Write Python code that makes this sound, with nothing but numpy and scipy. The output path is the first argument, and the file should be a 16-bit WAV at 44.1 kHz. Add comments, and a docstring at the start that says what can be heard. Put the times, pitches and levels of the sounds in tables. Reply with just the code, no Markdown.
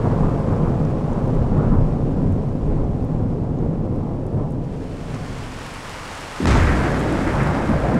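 """A yard at night in a thunderstorm, heard from one microphone. Miles off, shocks from a long lightning
channel pile up into a rumble that dies away over faint rain. The rain swells, then a stroke lands near:
a dull thud, a sharp crack and a tearing crackle from its nearest branch, then claps from further
branches as it rolls on. Ground, walls and trees scatter the shocks. Far raindrops merge into a hiss,
and a few single ones tick on hard ground close to the microphone."""
import sys
import numpy as np
from scipy import signal
from scipy.fft import rfft, irfft
from scipy.io import wavfile
from scipy.ndimage import uniform_filter1d

SR = 44100
rng = np.random.default_rng(int(sys.argv[2]) if len(sys.argv) > 2 else 0)


def to_wav(sig):
    """Store sig (one row per channel, or 1-D mono) as 16-bit WAV at the path in sys.argv[1].

    Samples outside -1..1 are clipped; the rate is SR.
    """
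    pcm = np.clip(np.atleast_2d(sig), -1, 1) * 32767
    pcm = np.round(pcm).astype(np.int16)
    wavfile.write(sys.argv[1], SR, pcm.T)  # frames by channels


N = 352579
TIME = np.arange(N) / SR
HZ = np.maximum(np.fft.rfftfreq(N, 1 / SR), 1)

# the near stroke's spectrum at the microphone: (frequency [Hz], relative level [dB])
NEAR_SPECTRUM = [(15, -14), (38, -11), (64, 7.5), (88, -4.5), (108, -2.5), (152, 1), (200, -5), (285, -0.5),
                 (370, -5), (520, -8), (950, -9), (1500, -12.5), (2100, -20), (3000, -34), (4500, -43),
                 (14000, -80)]
# spectrum of the nearest branch's snap and crackle: (frequency [Hz], relative level [dB])
CRACKLE_SPECTRUM = [(300, -1), (1200, 10.5), (2500, 0), (4000, -4), (7500, -9.5), (10000, -20),
                    (13000, -35), (16000, -45)]
# claps from the near stroke's further branches: (time [s], hold [s], clap level [dB], clap pitch [Hz],
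# boom level [dB], thud level [dB], thud pitch [Hz])
NEAR_CLAPS = [(6.494, 0.014, -27, 1900, -18, -23.5, 285), (6.537, 0.018, -22, 860, -23, -21, 270),
              (6.574, .07, -26.5, 1490, -27, -25, 134), (6.66, 0.064, -26.5, 1430, -24, -30, 135),
              (6.775, 0.013, -32, 720, -28, -30, 130), (6.83, 0.02, -28.5, 1330, -34, -23, 297),
              (6.923, .018, -29.5, 1110, -26, -37, 149), (7.108, 0.12, -36, 1210, -35, -22.3, 254),
              (7.262, 0.021, -28, 1580, -25, -20.5, 285), (7.328, 0.05, -25.5, 746, -24, -21, 115),
              (7.387, 0.029, -27.5, 1500, -28, -16.5, 141), (7.457, 0.041, -25.5, 870, -30, -19.5, 131),
              (7.537, 0.1, -29, 700, -37, -24, 230), (7.684, 0.022, -27.5, 710, -28, -16.5, 183),
              (7.72, 0.042, -25, 530, -23, -23.5, 135), (7.82, 0.034, -23.5, 554, -22.5, -26, 171),
              (7.872, .08, -28, 547, -39, -19.5, 135), (7.911, 0.058, -40, 1080, -40, -18.5, 205)]
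# spectrum of thunder from miles off: (frequency [Hz], relative level [dB])
FAR_SPECTRUM = [(15, -12), (27, 7), (39, -7.5), (60, -7), (85, -7.5), (110, -2), (152, 3), (185, -4.5),
                (225, 0.5), (340, -9.5), (460, -14), (700, -21), (1000, -25), (1500, -39), (2300, -52),
                (4000, -74), (12000, -115)]
# the far thunder's steady bed, dying away: (time [s], roll level [dB], relative rasp level [dB])
FAR_RUMBLE = [(0, -22.5, -29.5), (1.0, -23, -32.5), (1.9, -22, -34), (2.6, -24, -37), (3.95, -23.5, -36.5),
              (4.24, -27, -37), (4.7, -29.5, -40), (5.3, -34.5, -43), (5.75, -40.5, -48), (6.35, -44, -47)]
# swells on that bed: (time [s], hold [s], roll level [dB], boom level [dB], relative rasp level [dB])
FAR_SWELLS = [(0.03, .08, -20, -34, -32.5), (0.166, 0.082, -23, -21, -35.5), (0.46, 0.074, -23, -34, -33.5),
              (0.597, 0.043, -17.5, -24, -40), (0.778, 0.052, -20.5, -36, -52.5),
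              (1.06, 0.15, -32, -30, -36), (1.24, 0.071, -21.5, -29, -39), (1.34, 0.094, -34, -20, -37),
              (1.496, 0.27, -23.5, -24, -35), (1.67, 0.15, -23.5, -17.5, -41),
              (2.002, 0.045, -24.5, -25, -52), (2.164, 0.16, -24, -24.5, -48),
              (2.612, 0.19, -36, -20.5, -43.5), (3.104, 0.1, -24.5, -29, -41.5),
              (3.577, 0.059, -22, -34, -43), (4.313, 0.097, -22.5, -32, -39),
              (4.525, 0.054, -24.5, -35, -49), (5.072, 0.1, -29, -46, -44), (5.26, 0.22, -37, -37, -51)]
# claps in the far thunder: (time [s], hold [s], level before treble loss [dB], pitch [Hz])
DISTANT_CLAPS = [(0.218, 0.039, -31.5, 990), (0.63, .055, -32, 1000), (1.56, 0.096, -34, 1150),
                 (1.698, .05, -33, 1150), (2.134, .05, -36, 560), (2.755, 0.061, -39.5, 700),
                 (4, 0.079, -42, 800), (4.365, 0.088, -36, 573)]
# thuds in the far thunder: (time [s], hold [s], level [dB], pitch [Hz])
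DISTANT_THUDS = [(0.2, 0.065, -19.5, 119), (0.453, 0.068, -32, 370), (0.68, 0.025, -23.5, 257),
                 (1.325, 0.06, -28.5, 370), (1.522, 0.21, -19, 159), (2.046, 0.029, -25.5, 220),
                 (2.19, 0.12, -24.5, 220), (2.23, 0.086, -20, 111), (2.658, 0.16, -29, 347),
                 (2.75, 0.29, -30.5, 72), (3.195, .07, -22.5, 100), (3.607, 0.039, -25.5, 120),
                 (4.777, 0.033, -31.5, 227)]
# drops close to the microphone: (time [s], peak before colouring [dB], pitch [Hz])
CLOSE_DROPS = [(.565, -46, 10500), (.851, -33.5, 3700), (1.132, -37, 4800), (2.3246, -43, 9500),
               (3.048, -42, 10000), (3.588, -42.5, 4500), (3.96, -45, 10500), (4.2657, -41, 9500),
               (4.5073, -42, 10000), (4.521, -45, 10500), (5.1462, -32, 6500), (5.5898, -35, 9000),
               (5.7399, -32, 8500), (5.8956, -30, 9500), (6.1524, -30.5, 7500), (6.2083, -31, 8000),
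               (6.9935, -31.5, 8000), (7.1247, -30, 7000), (7.2769, -31, 7000), (7.4326, -32, 7500),
               (7.695, -35.5, 8000), (7.8025, -35.5, 7500), (7.945, -37, 9000)]
# spectrum of a drop's splash: (frequency [Hz], relative level [dB])
DROP_SPECTRUM = [(500, -21), (3000, -10), (7000, 1), (11000, -1.5), (13000, -9), (16000, -28)]
# strength of the rain around the yard: (time [s], relative level [dB])
RAIN_LEVEL = [(0, -56.5), (2, -61), (3.7, -65), (4.6, -64), (4.8, -57.5), (5.15, -50.5), (5.8, -46),
              (6.5, -43.5), (7.5, -47), (7.99, -51)]
# spectrum of the far rain's hiss: (frequency [Hz], relative level [dB])
RAIN_SPECTRUM = [(100, -9), (450, -2.5), (700, -1), (1000, 1), (1600, -3), (2600, -7), (3900, -13),
                 (5500, -14.5), (6100, -17), (7900, -18), (10800, -26), (12700, -34), (13700, -39),
                 (16000, -40)]

THUD_S, CRACK_S, CRACKLE_S = 6.400, 6.4557, 6.468   # the near stroke's arrivals at the microphone
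BRANCH_RISE_S = 0.0085   # of the boom and thud under each near clap
CUTOFF_HZ = 15750


def near_thunder():
    """A close channel: a dull thud, then brighter shocks; low boom, middle roll and high rasp."""
    boom_gain, roll_gain, rasp_gain = near_gains()
    shocks = yard(impacts(per_s=3000, spread_db=2.5), t60=0.21, wet_db=-15)
    shocks *= from_db(0.37 * drift(hz=30))
    boom, rest = split(coloured(shocks, NEAR_SPECTRUM), hz=91)
    roll, rasp = split(rest, hz=580)
    age = np.maximum(TIME - THUD_S, 0)
    # later and weaker shocks come from higher up: they are longer and have lost more treble
    boom_tilt = from_db(16 * np.exp(-age / 0.16))
    rasp_tilt = from_db(-1.5 - 2.2 * age) * (rasp_gain / rasp_gain.max()) ** 0.12
    roll_tilt = from_db(-2 + 3 * age)   # within the roll, the long shocks die out sooner
    boom = boom_gain * evened(tilted(boom, boom_tilt, hz=46, seconds=0.11), 0.011)
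    roll = roll_gain * evened(tilted(roll, roll_tilt, hz=197, seconds=0.048), 0.01)
    rasp = rasp_gain * evened(tilted(rasp, rasp_tilt, hz=1500, seconds=0.22), 0.018)
    # until the snap arrives, only the low part of the roll is heard
    opened = np.clip((TIME - CRACK_S) / 0.011, 0, 1)
    roll = (1 - opened) * lowpass(roll, hz=450, order=4) + opened * roll
    return np.minimum(age / 0.032, 1) * roll + np.minimum(age / 0.058, 1) ** 2 * (boom + rasp)


def near_gains():
    """Boom, roll and rasp of the near stroke; each later clap lifts the boom again."""
    boom = stroke(db=-16, rise=0.1, hold=0.26, t60=0.85, linger_db=-31)
    roll = stroke(db=-23, rise=0.14, hold=0.7, t60=0.5, linger_db=-25)
    rasp = stroke(db=-25.5, rise=0.8, hold=0.49, t60=0.2, linger_db=-31)
    starts, holds, _, _, boom_db, _, _ = np.transpose(NEAR_CLAPS)
    return piled(boom, starts, holds, boom_db, BRANCH_RISE_S, t60=0.22), roll, rasp


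def stroke(db, rise, hold, t60, linger_db):
    """One band of the near stroke builds up, holds and sinks to a lingering level."""
    return np.hypot(from_db(db) * burst(THUD_S, rise, hold, t60), from_db(linger_db))


def crack():
    """The nearest branch: a snap with one N-shaped pressure wave, then a tearing crackle."""
    phase = (TIME - CRACK_S - 0.007) / 0.0066
    n_wave = -phase * (np.abs(phase) < 1)
    thump = lowpass(n_wave, hz=600)
    noise = rms_one(coloured(rng.standard_normal(N), CRACKLE_SPECTRUM))
    snap = noise * burst(CRACK_S, rise=0.0003, hold=0.0018, t60=0.005)
    shocks = evened(coloured(impacts(per_s=1900, spread_db=2), CRACKLE_SPECTRUM), 0.038)
    tearing = shocks * burst(CRACKLE_S, rise=0.002, hold=0.042, t60=0.85)
    return from_db(-22) * thump + from_db(-17) * snap + from_db(-25) * tearing


def lull(x):
    """The treble dips briefly around the snap, before the crackle sets in."""
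    inside = (TIME > CRACK_S - 0.004) & (TIME < CRACKLE_S)
    depth = 0.4 * uniform_filter1d(inside.astype(float), size=88)
    return x + depth * (lowpass(x, hz=700) - x)


def clap(start, hold, db, hz, rise):
    """A branch lying across the line of sight delivers its short shocks all at once."""
    shocks = cluster(hz, octaves=1.13, per_s=2500, spread_db=1.6)
    return from_db(db) * shocks * burst(start, rise, hold, t60=0.29)


def claps():
    """The claps of both peals; the air takes more treble from the far ones."""
    near = sum(clap(*row[:4], rise=0.0099) for row in NEAR_CLAPS)
    far = sum(clap(*row, rise=0.028) for row in DISTANT_CLAPS)
    return split(near, hz=2500)[0] + split(far, hz=1300)[0]


def thud(start, hold, db, hz, rise):
    """A cluster of long shocks lands as one low blow."""
    shocks = cluster(hz, octaves=0.78, per_s=3000, spread_db=0.5)
    return from_db(db) * shocks * burst(start, rise, hold, t60=0.23)


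def thuds():
    """Soft thuds in the distance; a hard one opens the near stroke, and each near clap carries one."""
    far = sum(thud(*row, rise=0.013) for row in DISTANT_THUDS)
    near = sum(thud(start, hold, db, hz, BRANCH_RISE_S) for start, hold, *_, db, hz in NEAR_CLAPS)
    opening = thud(THUD_S, hold=0.1, db=-21, hz=244, rise=0.0034)
    return far + opening + near


def far_thunder():
    """Shocks from every kink of a long channel pile up; miles of air have taken their treble."""
    boom_gain, roll_gain, rasp_gain, swell = far_gains()
    shocks = yard(impacts(per_s=1800, spread_db=0.5), t60=0.25, wet_db=-12)
    boom, rest = split(coloured(shocks, FAR_SPECTRUM), hz=87)
    roll, rasp = split(rest, hz=453)
    # strong shocks are longer, so a swell deepens the sound; the long shocks die out sooner
    boom_tilt = from_db(-5) * (boom_gain / boom_gain.max()) ** -0.2
    roll_tilt = from_db(-2.5 + 0.5 * TIME) * swell ** -0.91
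    # weak rasp comes from further off and is duller
    rasp_tilt = from_db(-6) * (rasp_gain / rasp_gain.max()) ** 0.72
    boom = boom_gain * evened(tilted(boom, boom_tilt, hz=43, seconds=0.2), 0.12)
    roll = roll_gain * evened(tilted(roll, roll_tilt, hz=173.6, seconds=0.24), 0.077)
    rasp = from_db(1) * rasp_gain * tilted(rasp, rasp_tilt, hz=968, seconds=0.18)
    return boom + roll + rasp


def far_gains():
    """Boom, roll and rasp of the far thunder, and how far the roll swells above its bed."""
    roll_bed, rasp_bed = gains(FAR_RUMBLE)
    boom_bed = from_db(-27.5) * (roll_bed / roll_bed.max()) ** 0.68   # fades less than the roll
    starts, holds, *levels_db = np.transpose(FAR_SWELLS)
    beds = [roll_bed, boom_bed, rasp_bed]
    roll, boom, rasp = piled(beds, starts, holds, levels_db, rise=0.024, t60=0.71)
    return boom, roll, rasp, roll / roll_bed


def drops():
    """Single drops tick on hard ground by the microphone, each a tiny splash at its own pitch."""
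    ticks = np.zeros(N)
    for start, db, hz in CLOSE_DROPS:
        first = int(start * SR)
        age = TIME[:min(SR // 50, N - first)]
        splash = bandpass(dying_noise(age, t60=0.01), [0.6 * hz, 1.35 * hz])
        ticks[first:first + len(age)] += from_db(db) * splash / np.abs(splash).max()
    return coloured(ticks, DROP_SPECTRUM)


def rain():
    """Countless far drops merge into a hiss; nearer ones patter through it."""
    level, = gains(RAIN_LEVEL)
    far_drops = rng.standard_normal(N) + 0.61 * impacts(per_s=2500, spread_db=3.5)
    hiss = coloured(far_drops, RAIN_SPECTRUM)
    treble = split(hiss, hz=3500)[1]
    patter = rms_one(coloured(impacts(per_s=77, spread_db=8), DROP_SPECTRUM))
    flicker = from_db(0.35 * drift(hz=14))
    return level * (from_db(0.83) * hiss / treble.std() * flicker + from_db(-22) * patter)


def yard(x, t60, wet_db):
    """Ground, walls and trees scatter each shock into a short tail."""
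    tail = dying_noise(TIME[:SR // 2], t60)
    return x + from_db(wet_db) * signal.fftconvolve(x, tail / np.linalg.norm(tail))[:N]


def cluster(hz, octaves, per_s, spread_db):
    """A tight cluster of shocks of like length, which sets its pitch; unit power."""
    edges_hz = hz * 2 ** (octaves * np.array([-0.5, 0.5]))
    return evened(bandpass(impacts(per_s, spread_db), edges_hz), 0.022)


def impacts(per_s, spread_db):
    """Impulses at random moments, many small and a few large; unit power."""
    sizes = from_db(spread_db * np.minimum(rng.exponential(1, N), 5))
    hits = rng.random(N) < per_s / SR
    return rms_one(hits * sizes * rng.choice([-1, 1], N))


def dying_noise(age, t60):
    """Noise that falls 60 dB in t60 seconds."""
    return rng.standard_normal(len(age)) * from_db(-60 * age / t60)


def drift(hz):
    """A random wander with spread 1, mostly slower than hz."""
    return rms_one(irfft(rfft(rng.standard_normal(N)) / (1 + (HZ / hz) ** 2), N))


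def burst(start, rise, hold, t60):
    """An envelope that rises, holds and dies away; times in seconds."""
    age = np.maximum(TIME - start, 0)
    return np.minimum(age / rise, 1) * from_db(-60 * np.maximum(age - hold, 0) / t60)


def piled(bed, starts, holds, levels_db, rise, t60):
    """Bed gains, one row each, with bursts on top; their powers add."""
    powers = np.array([burst(start, rise, hold, t60) ** 2 for start, hold in zip(starts, holds)])
    return np.sqrt(np.square(bed) + from_db(levels_db) ** 2 @ powers)


def gains(rows):
    """Each dB column of a curve as a gain per sample."""
    times, *columns = np.transpose(rows)
    return [from_db(np.interp(TIME, times, db)) for db in columns]


def coloured(x, spectrum):
    """Causal (minimum-phase) filter with the given spectrum."""
    hz, db = np.transpose(spectrum)
    response = from_db(np.interp(np.log(HZ), np.log(hz), db))
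    cepstrum = irfft(np.log(response), N)
    cepstrum[1:N // 2] *= 2
    cepstrum[N // 2:] = 0
    return irfft(rfft(x) * np.exp(rfft(cepstrum)), N)


def tilted(x, upper_gain, hz, seconds):
    """Unit power, with the part above a frequency set against the part below."""
    lower, upper = split(x, hz)
    return (evened(lower, seconds) + upper_gain * evened(upper, seconds)) / np.hypot(1, upper_gain)


def split(x, hz):
    """The parts below and above a frequency; their powers add up to the whole."""
    below = 1 / (1 + (HZ / hz) ** 12)
    return irfft(rfft(x) * np.sqrt(below), N), irfft(rfft(x) * 1j * np.sqrt(1 - below), N)


def lowpass(x, hz, order=2):
    """Roll off the treble above hz."""
    return signal.sosfilt(signal.butter(order, hz, fs=SR, output="sos"), x)


def bandpass(x, edges_hz):
    """Keep the band between two edges."""
    return signal.sosfilt(signal.butter(2, edges_hz, "band", fs=SR, output="sos"), x)


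def evened(x, seconds):
    """Unit power over every stretch of this length; faster lumps stay."""
    size = max(int(seconds * SR), 2)
    power = uniform_filter1d(uniform_filter1d(x * x, size), size)
    return x / np.sqrt(np.abs(power) + 1e-20)


def rms_one(x):
    """Scale to unit power."""
    return x / np.sqrt(np.mean(x ** 2) + 1e-20)


def from_db(db):
    """Decibels to gain."""
    return 10 ** (np.asarray(db) / 20)


def scene():
    """Both peals of thunder and the rain, at one microphone in the yard."""
    return (far_thunder() + lull(near_thunder() + rain()) + crack() + claps() + drops() + thuds())[None]


def record(dry):
    """The highest peaks are rounded and the top treble is cut."""
    rounded = dry / (1 + (dry / 0.6) ** 6) ** (1 / 6)
    return signal.sosfilt(signal.ellip(12, 0.1, 90, CUTOFF_HZ, fs=SR, output="sos"), rounded)


dry = scene()
out = record(dry)
to_wav(out)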